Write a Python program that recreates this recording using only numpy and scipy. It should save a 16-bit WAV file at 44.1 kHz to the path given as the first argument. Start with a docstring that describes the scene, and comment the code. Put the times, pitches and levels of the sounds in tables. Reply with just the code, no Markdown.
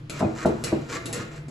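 """An appliance hums in a fairly live kitchen, and a steel box grater grinds dully in a glass bowl
on a wooden table. The rim clinks on the glass as a lemon starts rubbing up and down the teeth:
six strokes, each tearing the peel in a dense run of tiny snaps, with a brief squeak here and there.
From the end of the first stroke on, the push bumps bowl and table with dull thuds.
A faint clink and a soft bump follow the last, lightest stroke."""
import sys
import numpy as np
from scipy import signal
from scipy.fft import rfft, irfft, next_fast_len
from scipy.io import wavfile

SR = 44100
rng = np.random.default_rng(int(sys.argv[2]) if len(sys.argv) > 2 else 0)


def wav_record(signal):
    """Record a signal, one row per channel, as 16-bit PCM in the file named by sys.argv[1]."""
    frames = np.transpose(np.atleast_2d(signal))
    bounded = np.clip(frames, -1, 1)
    # unit amplitude maps onto the largest positive 16-bit level
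    quanta = np.round(bounded * 32767).astype(np.int16)
    wavfile.write(sys.argv[1], SR, quanta)


N = 66150
T = np.arange(N) / SR

# Modes of bowl and table top: pitch_hz, level_db, t60_s
BOWL_AND_TABLE = [(117, -10, .35), (142, -15, .3), (203, -7, .25), (224, -5, .27), (250, -8, .27),
                  (318, -3, .28), (378, -4, .28), (427, -1, .24), (490, -5, .24), (608, -1, .18),
                  (664, 2, .18), (735, -9, .15), (783, -6, .17), (880, -6, .17), (1010, -9, .17)]


def amp(db):
    """Decibels to gain."""
    return 10 ** (np.asarray(db) / 20)


def rms_one(x):
    """Scale to rms 1."""
    return x / np.sqrt(np.mean(x ** 2) + 1e-20)


def at_hz(points, hz):
    """Read a curve on a log-frequency axis."""
    freqs, values = np.transpose(points)
    return np.interp(np.log(np.maximum(hz, 1)), np.log(freqs), values)


def colour(x, points):
    """Minimum-phase EQ that follows a curve of freq_hz, gain_db."""
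    size = 2 * next_fast_len(N)
    cepstrum = irfft(np.log(amp(at_hz(points, np.fft.rfftfreq(size, 1 / SR)))))
    cepstrum[1:size // 2] *= 2
    cepstrum[size // 2 + 1:] = 0
    return irfft(rfft(x, size) * np.exp(rfft(cepstrum)))[..., :N]


def soften(x, hz, order=2):
    """Low-pass."""
    return signal.sosfilt(signal.butter(order, min(hz, SR / 2 - 1), fs=SR, output="sos"), x + 1e-18)


def brighten(x, db):
    """Treble shelf."""
    low = soften(x, hz=4300, order=1)
    return low + amp(db) * (x - low)


def band_around(x, hz, octaves, order):
    """Band-pass centred on hz."""
    half = 2 ** (octaves / 2)
    sos = signal.butter(order, [hz / half, hz * half], "band", fs=SR, output="sos")
    return signal.sosfilt(sos, x + 1e-18)


def click(start_s):
    """One unit impulse."""
    return 1. * (np.arange(N) == int(start_s * SR))


def grains(per_s, spread_db):
    """Random impulses of uneven size and sign."""
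    sizes = amp(spread_db * np.minimum(rng.exponential(1, N), 4)) * rng.choice([-1, 1], N)
    return sizes * (rng.random(N) < per_s / SR)


def touch(start_s, per_s, after_db, decay_s):
    """One contact and the dying run of smaller ones after it."""
    fade = (T > start_s) * np.exp(-np.abs(T - start_s) / decay_s)
    return click(start_s) + amp(after_db) * grains(per_s, spread_db=2.5) * fade


def drift(hz):
    """Smooth random movement below hz, rms 1."""
    return rms_one(soften(rng.standard_normal(2 * N), hz)[N:])


def wavering(hz, waver_hz):
    """A narrow band of noise: an unsteady tone, rms 1."""
    phase = 2 * np.pi * hz * T
    return rms_one(drift(waver_hz) * np.sin(phase) + drift(waver_hz) * np.cos(phase))


def held(start_s, end_s, attack_s=0.0094, release_s=0.0077):
    """Attack, hold and release of the lemon's pressure."""
    return np.clip((T - start_s) / attack_s, 0, 1) * np.exp(-np.maximum(T - end_s, 0) / release_s)


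def ring(x, modes):
    """Drive decaying sines of alternating sign."""
    sound = 0
    for k, (hz, db, t60) in enumerate(modes):
        radius, angle = np.exp(-np.log(1000) / (t60 * SR)), 2 * np.pi * hz / SR
        poles = [1, -2 * radius * np.cos(angle), radius * radius]
        sound += (-1) ** k * amp(db) * signal.lfilter([0, np.sin(angle)], poles, x + 1e-18)
    return sound


def diffuse_noise():
    """White stereo noise, as alike in both channels as diffuse sound is."""
    # Likeness of left and right: freq_hz, correlation
    likeness = [(210, 1), (400, 0), (1000, -0.05), (2200, -0.25), (4200, 0.35), (7000, .4), (11000, 0.25)]
    mid, side = rfft(rng.standard_normal((2, N)))
    alike = at_hz(likeness, np.fft.rfftfreq(N, 1 / SR))
    return irfft(np.sqrt((1 + alike) / 2) * mid + np.sqrt((1 - alike) / 2) * side * [[1], [-1]], N)


def kitchen(x, wet_db, first_echo_s=0.0043, early_db=13.5, early_t60_s=0.021):
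    """Direct sound, close reflections off bowl and table, and a tail that dies band by band."""
    # Reverb time of the kitchen: freq_hz, t60_s
    decays = [(100, 0.55), (500, 0.4), (2000, 0.74), (6000, 0.28), (11000, 0.24)]
    centres_hz, t60s = np.transpose(decays)
    noise, hz, tail = rfft(diffuse_noise()), np.fft.rfftfreq(N, 1 / SR), 0
    early = amp(early_db) * np.exp(-np.log(1000) * T / early_t60_s)
    for share, t60 in zip(np.eye(len(decays)), t60s):
        band = irfft(noise * at_hz(list(zip(centres_hz, share)), hz), N)
        tail += band * (np.exp(-np.log(1000) * T / t60) + early)
    tail = rms_one(tail * (T > first_echo_s)) / np.sqrt(N)
    return x + amp(wet_db) * signal.fftconvolve(x[None], tail, axes=1)[:, :N]


def appliance_hum():
    """An appliance hums in wavering, beating tones over a bed of room tone."""
    # Tones of the hum: pitch_hz, level_db, waver_hz
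    tones = [(60, -66, 9.8), (118.5, -48, 0.98), (138.5, -45.5, 1.33), (150.74, -45, 2.47),
             (310.2, -54.5, 9.9)]
    # Colour of the room tone: freq_hz, gain_db
    air_eq = [(25, 1), (60, 7), (150, 0), (300, -2), (600, -18), (1200, -14), (3000, -22), (7000, -33)]
    hum = sum(amp(db) * wavering(hz, waver_hz) for hz, db, waver_hz in tones)
    air = soften(colour(diffuse_noise(), air_eq), hz=8000)
    return hum + amp(-48) * rms_one(air)


def foot_grinding():
    """The grater's foot shifts on the glass in small slips that rumble through bowl and table."""
    # How hard the foot grinds: time_s, level_db
    effort = [(0, -53), (.12, -67), (.33, -49.5), (.6, -43.5), (.68, -38.5), (.86, -44), (.98, -40),
              (1.04, -46), (1.17, -39), (1.26, -46.5), (1.32, -47.5), (1.5, -53)]
    # Dull colour of the slips: freq_hz, gain_db
    slip_eq = [(30, -21), (65, -15), (120, 18), (200, -4), (320, 1.5), (500, 4), (700, -9.5), (1000, -24.5),
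               (2000, -29)]
    slips = grains(per_s=540, spread_db=1.5)
    rumble = rms_one(colour(slips, slip_eq)) + amp(-7.5) * rms_one(ring(slips, BOWL_AND_TABLE))
    envelope = amp(np.interp(T, *np.transpose(effort)))
    return kitchen(envelope * rms_one(rumble), wet_db=-5)


def rim_clinks(favoured_octaves=0.4):
    """The steel rim hits the glass and chatters briefly; each spot favours different modes."""
    # Rim against glass: start_s, level_db, treble_db, favoured_hz, lift_db
    hits = [(0.0971, -3.5, -9.5, 3040, 3), (0.192, -9, -26, 6300, 3), (.249, -27, -21, 2640, 0),
            (0.458, -4, -23, 7340, -4.5), (0.639, 0.5, -3, 7500, 2), (1.057, -4, -3.5, 3700, 10),
            (1.1282, 1, -3.5, 7600, 3.5), (1.157, -6, -29, 3580, -1), (1.36, -23, -24, 7250, 9),
            (1.483, -19, -19, 7300, 8)]
    # Modes of glass and rim: pitch_hz, level_db, t60_s
    glass = [(2638, -15, .25), (2770, -11, .1), (3490, -17, .1), (3801, -13, .17), (4124, -15, .12),
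             (4520, -14, .15), (5319, -11, .2), (6342, -14, .15), (6654, -10, .17), (7144, -9, .11),
             (7418, -7, .15), (7856, -5, .12), (8180, -7, .1), (10030, -9, .09), (10760, -1, .07),
             (11490, -11, .1)]
    # Colour of the contact's crack: freq_hz, gain_db
    crack_eq = [(100, -5.5), (300, 9.5), (600, 3.5), (900, -13.5), (2200, -4.5), (3200, -10.5),
                (4300, -7.5), (5500, -9), (7500, -5), (10800, -8.5), (12500, -15.5)]
    cracks = rings = 0
    for start_s, db, treble_db, favoured_hz, lift_db in hits:
        chatter = touch(start_s, per_s=900, after_db=-2, decay_s=0.0072)
        cracks += amp(db) * brighten(chatter, treble_db)
        modes = [(hz, level + lift_db * np.exp(-(np.log2(hz / favoured_hz) / favoured_octaves) ** 2), t60)
                 for hz, level, t60 in glass]
        rings += amp(db) * ring(brighten(click(start_s), treble_db), modes)
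    return kitchen(amp(-6) * colour(cracks, crack_eq), wet_db=7) + kitchen(amp(-31.5) * rings, wet_db=-6)


def peel_rasp(catch_db=1, slide_db=-52.5):
    """Teeth catch and tear the peel; the snaps ring the steel and, more as a stroke runs on, the box."""
    # Bites of the peel: start_s, end_s, start_db, end_db, hollow_hz, hollow_end_db (relative to the bite)
    strokes = [(0.099, 0.205, -47.5, -39, 1600, -10), (0.346, 0.434, -44.5, -37, 1510, -4.5),
               (0.66, .69, -37, -41.5, 1860, -4), (0.884, 0.967, -38.5, -31.5, 1685, -6.5),
               (1.126, 1.225, -39.5, -40, 1390, -6), (1.306, 1.388, -49.5, -50.5, 1720, -2.5)]
    # Colour of tearing peel: freq_hz, gain_db
    peel_eq = [(100, -29.5), (300, 19.5), (550, 11), (800, 4.5), (1200, 13.5), (2100, 2.5), (3200, -1),
               (4300, 0.5), (5500, 0), (7300, 2), (10500, -15), (12500, -11.5)]
    # Modes of the grater's sheet steel: pitch_hz, level_db, t60_s
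    steel = [(1130, -1, .09), (1230, -2, .09), (1420, -2, .09), (1590, -2, .09), (1870, -2, .09),
             (2070, 1, .1), (2435, -3, .1), (2783, -3, .1), (4150, -4, .08)]
    snaps = rms_one(grains(per_s=3600, spread_db=2.3) * amp(catch_db * drift(hz=120)))
    pressure = amp(slide_db) * held(start_s=0.193, end_s=1.287)  # light rubbing between strokes
    box = 0
    for start_s, end_s, start_db, end_db, hollow_hz, hollow_end_db in strokes:
        travel = np.interp(T, [start_s, end_s], [0, 1])
        bite = held(start_s, end_s) * amp(start_db + (end_db - start_db) * travel)
        pressure = np.maximum(pressure, bite)
        hollow = rms_one(band_around(snaps, hollow_hz, octaves=0.87, order=2))
        box += amp(hollow_end_db) * travel * bite * hollow
    force = pressure * snaps
    rasp = rms_one(colour(force, peel_eq)) + amp(-8.5) * rms_one(ring(force, steel))
    return kitchen(np.std(force) * rasp + box, wet_db=-4)


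def steel_squeaks():
    """Friction briefly feeds one resonance of the steel."""
    # The steel singing under the peel: start_s, end_s, pitch_hz, level_db
    squeaks = [(0.111, 0.218, 1314, -44.5), (0.223, 0.255, 2477, -46), (0.955, 0.968, 1157, -32),
               (1.123, 1.203, 491.4, -42)]
    singing = sum(amp(db) * held(start_s, end_s) * wavering(hz, waver_hz=18)
                  for start_s, end_s, hz, db in squeaks)
    return kitchen(singing, wet_db=-6)


def table_bumps(knock_t60_cycles=14.8):
    """Each soft, heavy contact gives a short pitched knock, judders and sets bowl and table booming."""
    # Grater and bowl bumping the table: start_s, level_db, lowpass_hz, knock_hz, knock_db
    bumps = [(0.2075, -6, 970, 194, -17.5), (0.227, 0.5, 476, 238, -17), (.249, -6.5, 560, 112, -22.5),
             (0.4494, -7.5, 1440, 1400, -16.5), (0.4526, -6, 700, 196, -17), (0.4569, -2, 630, 648, -9),
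             (.474, -18, 626, 410, -21), (.494, -8.5, 605, 415, -22), (0.7196, -16, 980, 500, -45),
             (0.7256, -4.5, 556, 142, -18), (1.094, -23.5, 920, 604, -35), (1.109, -20, 384, 304, -32.5),
             (1.193, -5, 134, 114, -31), (1.484, -23, 390, 270, -29.5)]
    # Colour of the dead thud: freq_hz, gain_db
    thud_eq = [(30, -43.5), (55, -13.5), (85, -4), (115, -5.5), (160, -3), (300, 3), (650, -2.5),
               (850, -2.5), (1400, -5), (1800, -16), (4000, -50)]
    judders = blows = knocks = 0
    for start_s, db, lowpass_hz, knock_hz, knock_db in bumps:
        judder = touch(start_s, per_s=450, after_db=-5, decay_s=0.018)
        judders += amp(db) * soften(judder, lowpass_hz)
        blows += amp(db) * soften(click(start_s), lowpass_hz)
        push = band_around(click(start_s), knock_hz, octaves=2, order=1)
        knocks += ring(push, [(knock_hz, knock_db, knock_t60_cycles / knock_hz)])
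    thuds = amp(18) * colour(judders, thud_eq)
    boom = amp(-22) * ring(blows, BOWL_AND_TABLE)
    return kitchen(knocks, wet_db=-10) + kitchen(thuds, wet_db=-1.5) + kitchen(boom, wet_db=-6)


def scene():
    """The stereo mix: grating up front, clinks and bumps around it, hum underneath."""
    grating = peel_rasp() + steel_squeaks() + foot_grinding()
    return grating + rim_clinks() + table_bumps() + appliance_hum()


def record(dry, cutoff_hz=13000):
    """The left microphone is brighter; the treble has a notch near 9 kHz and falls away above 12 kHz."""
    # Balance of the pair: freq_hz, left_over_right_db
    balance = [(150, 0.5), (400, 1.1), (1100, 1.2), (2100, -3), (3100, 5), (5800, 3), (7600, 3),
               (11000, -2.5)]
    # Notch and roll-off in the treble: freq_hz, gain_db
    treble_notch_eq = [(8100, 0), (8700, -14), (9200, -14), (9800, 0), (11700, 0), (12400, -16)]
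    pair = [colour(channel, [(hz, side * db / 2) for hz, db in balance])
            for channel, side in zip(dry, (1, -1))]
    high_cut = signal.cheby2(14, 60, cutoff_hz, fs=SR, output="sos")
    return signal.sosfilt(high_cut, colour(np.array(pair), treble_notch_eq))


dry = scene()
out = record(dry)
wav_record(out)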